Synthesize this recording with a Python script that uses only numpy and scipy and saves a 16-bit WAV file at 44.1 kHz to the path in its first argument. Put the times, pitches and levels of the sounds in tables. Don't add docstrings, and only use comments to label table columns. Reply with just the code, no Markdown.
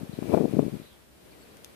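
import sys
import numpy as np
from scipy import signal
from scipy.fft import rfft, irfft
from scipy.io import wavfile

SR = 44100
rng = np.random.default_rng(int(sys.argv[2]) if len(sys.argv) > 2 else 0)


def inscribe(sig):
    pcm = np.round(np.clip(np.atleast_2d(sig).T, -1, 1) * 32767)
    wavfile.write(sys.argv[1], SR, pcm.astype(np.int16))


N = 77175
TIME = np.arange(N) / SR

# (time [s], level [dB])
FLOW_LEVEL = [(0, -36.5), (.05, -42), (.11, -57), (.17, -49.5), (.24, -37), (.28, -34), (.315, -25.5),
              (.345, -19.5), (.383, -28.5), (.40, -25.5), (.455, -29), (.48, -35.5), (.505, -34.5),
              (.54, -30.5), (.62, -31), (.67, -34.5), (.71, -44), (.745, -39.5), (.79, -53), (.85, -56),
              (.95, -71)]
# (time [s], level [dB], left minus right [dB])
HISS_CURVE = [(0, -56.5, 2.5), (.1, -55.5, 1.5), (.25, -52, 4.5), (.35, -49, 9), (.45, -54.5, 4.5),
              (.52, -52.5, 5.5), (.62, -53, 4), (.78, -55, 1), (.92, -59, .5), (1.09, -62.5, .5),
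              (1.3, -58.5, 3.5), (1.6, -57.5, 1), (1.75, -57.5, 0.5)]


def from_db(db):
    return 10 ** (np.asarray(db) / 20)


def unit_rms(x):
    return x / np.sqrt(np.mean(x ** 2) + 1e-20)


def in_time(rows):
    times, *columns = np.transpose(rows)
    return [np.interp(TIME, times, column) for column in columns]


def panned(pan_db):
    return from_db(np.array([[.5], [-.5]]) * pan_db)


def drift(rate_hz):
    step, settle = 40, 2000
    pole = np.exp(-2 * np.pi * rate_hz * step / SR)
    white = rng.standard_normal(N // step + settle + 2)
    slow = signal.lfilter([1], [1, -2 * pole, pole * pole], white)[settle:]
    return np.interp(np.arange(N) / step, np.arange(len(slow)), unit_rms(slow))


def noise(spectrum, channels):
    hz, db = np.transpose(spectrum)
    bins = np.maximum(np.fft.rfftfreq(N, 1 / SR), 1)
    gain = from_db(np.interp(np.log(bins), np.log(hz), db))
    return unit_rms(irfft(rfft(rng.standard_normal((channels, N))) * gain, N))


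def butter(x, hz, kind):
    return signal.sosfilt(signal.butter(2, hz, kind, fs=SR, output="sos"), x + 1e-18)


def noise_band(shape, hz, width_hz):
    edges = [hz - width_hz / 2, hz + width_hz / 2]
    return unit_rms(butter(rng.standard_normal(shape), edges, "band"))


def ring(x, hz, t60):
    pole = from_db(-60 / (t60 * SR))
    angle = 2 * np.pi * hz / SR
    return signal.lfilter([0, np.sin(angle)], [1, -2 * pole * np.cos(angle), pole * pole], x + 1e-18)


def turbulence():
    # (frequency [Hz], density [dB])
    spectrum = [(30, -22), (60, -12.5), (130, 2), (230, 2), (430, 3.5), (510, -2.5), (630, -3),
                (800, -11.5), (950, -8.5), (1400, -19.5), (2500, -51)]
    bright_above_hz, lump_db = 620, 4
    flow_db, = in_time(FLOW_LEVEL)
    rumble = noise(spectrum, channels=1)[0]
    lows = signal.sosfiltfilt(signal.butter(2, bright_above_hz, fs=SR, output="sos"), rumble)
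    highs = (rumble - lows) * from_db(flow_db - flow_db.max())
    lumps = unit_rms(from_db(lump_db * np.tanh(drift(rate_hz=42))))
    return from_db(flow_db) * (lows + highs) * lumps


def port_ring():
    loudest_db, db_per_hiss_db = -49.5, 2.8
    hiss_db, _ = in_time(HISS_CURVE)
    level_db = loudest_db + db_per_hiss_db * (hiss_db - hiss_db.max())
    return from_db(level_db) * noise_band(N, hz=2400, width_hz=240)


def air_rush():
    # (frequency [Hz], density [dB])
    spectrum = [(200, -16), (400, -5), (540, -3.5), (780, -2), (1000, -6), (1400, -22.5)]
    loudest_db, db_per_flow_db = -49, 0.35
    flow_db, = in_time(FLOW_LEVEL)
    level_db = loudest_db + db_per_flow_db * (flow_db - flow_db.max())
    return from_db(level_db) * noise(spectrum, channels=2)


def air_hiss():
    # (frequency [Hz], density [dB])
    spectrum = [(700, 0), (1100, 5), (1500, 6.5), (2000, 5), (2400, 4.5), (3300, 3), (4400, 0.5),
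                (5500, -3), (7000, -6.5), (8700, -2), (14500, -4.5)]
    level_db, pan_db = in_time(HISS_CURVE)
    return from_db(level_db) * panned(pan_db) * noise(spectrum, channels=2)


def rustle():
    # (time [s], level [dB])
    levels = [(0, -48.5), (.18, -54), (.35, -56), (.46, -57), (.62, -54), (.76, -51.5), (.9, -60),
              (1.08, -63), (1.27, -55), (1.58, -54.5), (1.75, -57.5)]
    # (frequency [Hz], density [dB])
    spectrum = [(30, -23), (60, -28), (100, -9.5), (170, -3), (350, 1), (480, -1.5), (630, -4.5),
                (800, -13.5), (1200, -16.5), (2500, -31.5)]
    level_db, = in_time(levels)
    return from_db(level_db) * panned(pan_db=3) * noise(spectrum, channels=2)


def room_hum():
    # (frequency [Hz], density [dB])
    spectrum = [(30, -13), (60, 4), (130, 2), (220, 3), (400, -20), (1000, -22.5)]
    hum_hz, hum_db, waver_db, room_db = 65.5, -69, 1, -60
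    hum_rms = from_db(hum_db + waver_db * drift(rate_hz=1.5))
    hum = hum_rms * np.sqrt(2) * np.sin(2 * np.pi * hum_hz * TIME)
    return hum + from_db(room_db) * noise(spectrum, channels=2)


def eddies():
    # (time [s], strength [dB], pitch [Hz])
    hits = [(0.017, -25.5, 189), (.034, -19.5, 215), (.045, -29.5, 304), (0.096, -22, 195),
            (0.132, -28, 338), (.138, -24, 190), (0.181, -30.5, 258), (0.189, -14.5, 322),
            (0.224, -16, 297), (.229, -23.5, 710), (0.238, -28, 240), (0.246, -22, 303), (.257, -23, 384),
            (0.269, -25.5, 277), (0.297, -16.5, 273), (0.309, -16, 400), (.320, -13.5, 446),
            (0.3336, -8.5, 363), (0.3391, -3.5, 394), (.3421, -3.5, 496), (0.3468, -3.5, 566),
            (0.355, -16, 330), (0.3687, -12, 342), (0.3732, -5, 370), (.3755, -20, 1060), (.379, -8.5, 533),
            (0.385, -12, 513), (.404, -12, 320), (.409, -8.5, 360), (.416, -11, 340), (.425, -14, 402),
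            (.435, -13.5, 353), (.443, -8.5, 350), (.452, -9.5, 346), (0.456, -8.5, 403), (.482, -20, 340),
            (.495, -22.5, 218), (.513, -21, 247), (.528, -18, 380), (.537, -10, 292), (.544, -13, 267),
            (.553, -18, 252), (.569, -8, 313), (.575, -14, 255), (.589, -7, 278), (.5925, -16.5, 724),
            (0.5932, -1, 423), (.601, -12.5, 227), (.608, -24, 260), (.622, -18.5, 322), (0.629, -11, 276),
            (0.644, -20, 248), (0.654, -20, 222), (.666, -15.5, 260), (0.682, -16.5, 300),
            (0.696, -30, 249), (0.722, -27.5, 180), (0.729, -22.5, 206), (0.738, -20, 261),
            (.743, -20.5, 237), (.754, -22, 267), (.768, -26, 185), (0.8, -26, 270), (0.818, -29.5, 219)]
    # (frequency [Hz], Q, gain [dB])
    port_colour = [(518, 8.8, -9), (644, 3.4, 2.5)]
    steepness, low_cut_hz = 4.16, 89
    pressure = np.zeros(N)
    for at, db, hz in hits:
        passage = 2 * np.pi * hz * (TIME - at) / steepness
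        pressure -= from_db(db) * np.imag((1 - 1j * passage) ** -steepness)
    for hz, q, db in port_colour:
        band = signal.lfilter(*signal.iirpeak(hz, q, fs=SR), pressure)
        pressure += (from_db(db) - 1) * band
    return butter(pressure, low_cut_hz, "high")


def swishes():
    # (peak time [s], half-width [s], pitch [Hz], level [dB])
    swells = [(0.147, 0.036, 3970, -61), (0.865, 0.057, 3820, -62), (0.927, 0.031, 3320, -64),
              (1.319, 0.009, 4530, -63), (1.336, 0.011, 2350, -63), (1.416, 0.014, 7850, -64),
              (1.426, .012, 4440, -62), (1.52, 0.0087, 4400, -64)]
    sound = np.zeros((2, N))
    for at, half_width, hz, db in swells:
        swell = np.exp(-((TIME - at) / half_width) ** 2)
        sound += from_db(db) * swell * noise_band((2, N), hz, width_hz=420)
    return sound


def clicks():
    # (time [s], strength [dB])
    contacts = [(1.57, -41), (1.646, -27.5)]
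    # (frequency [Hz], gain [dB], T60 [s])
    modes = [(600, -22, .008), (1700, -15, 0.0057), (2720, -7, 0.0045), (3570, -3.5, .004),
             (5140, -5.5, .004), (6450, -2.5, 0.004), (9200, -2, 0.0023), (11200, -5, .003),
             (13500, -6, .003)]
    right_db, right_lag_s = -6.5, 0.00045
    tail_db, tail_t60_s = -36.5, 0.094
    blows = np.zeros((2, N))
    for at, db in contacts:
        blows[0, int(at * SR)] += from_db(db)
        blows[1, int((at + right_lag_s) * SR)] += from_db(db + right_db)
        decay = (TIME > at) * from_db(-60 * np.abs(TIME - at) / tail_t60_s)
        blows += from_db(db + tail_db) * decay * rng.standard_normal((2, N))
    return sum((-1) ** k * from_db(db) * ring(blows, hz, t60) for k, (hz, db, t60) in enumerate(modes))


def scene():
    right_port_db = -41
    buffeting = eddies() + turbulence() + port_ring()
    ports = np.array([buffeting, from_db(right_port_db) * buffeting])
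    return ports + air_rush() + air_hiss() + rustle() + swishes() + room_hum() + clicks()


def record(dry):
    cutoff_hz = 14650
    return signal.sosfilt(signal.ellip(12, .1, 80, cutoff_hz, fs=SR, output="sos"), dry)


dry = scene()
out = record(dry)
inscribe(out)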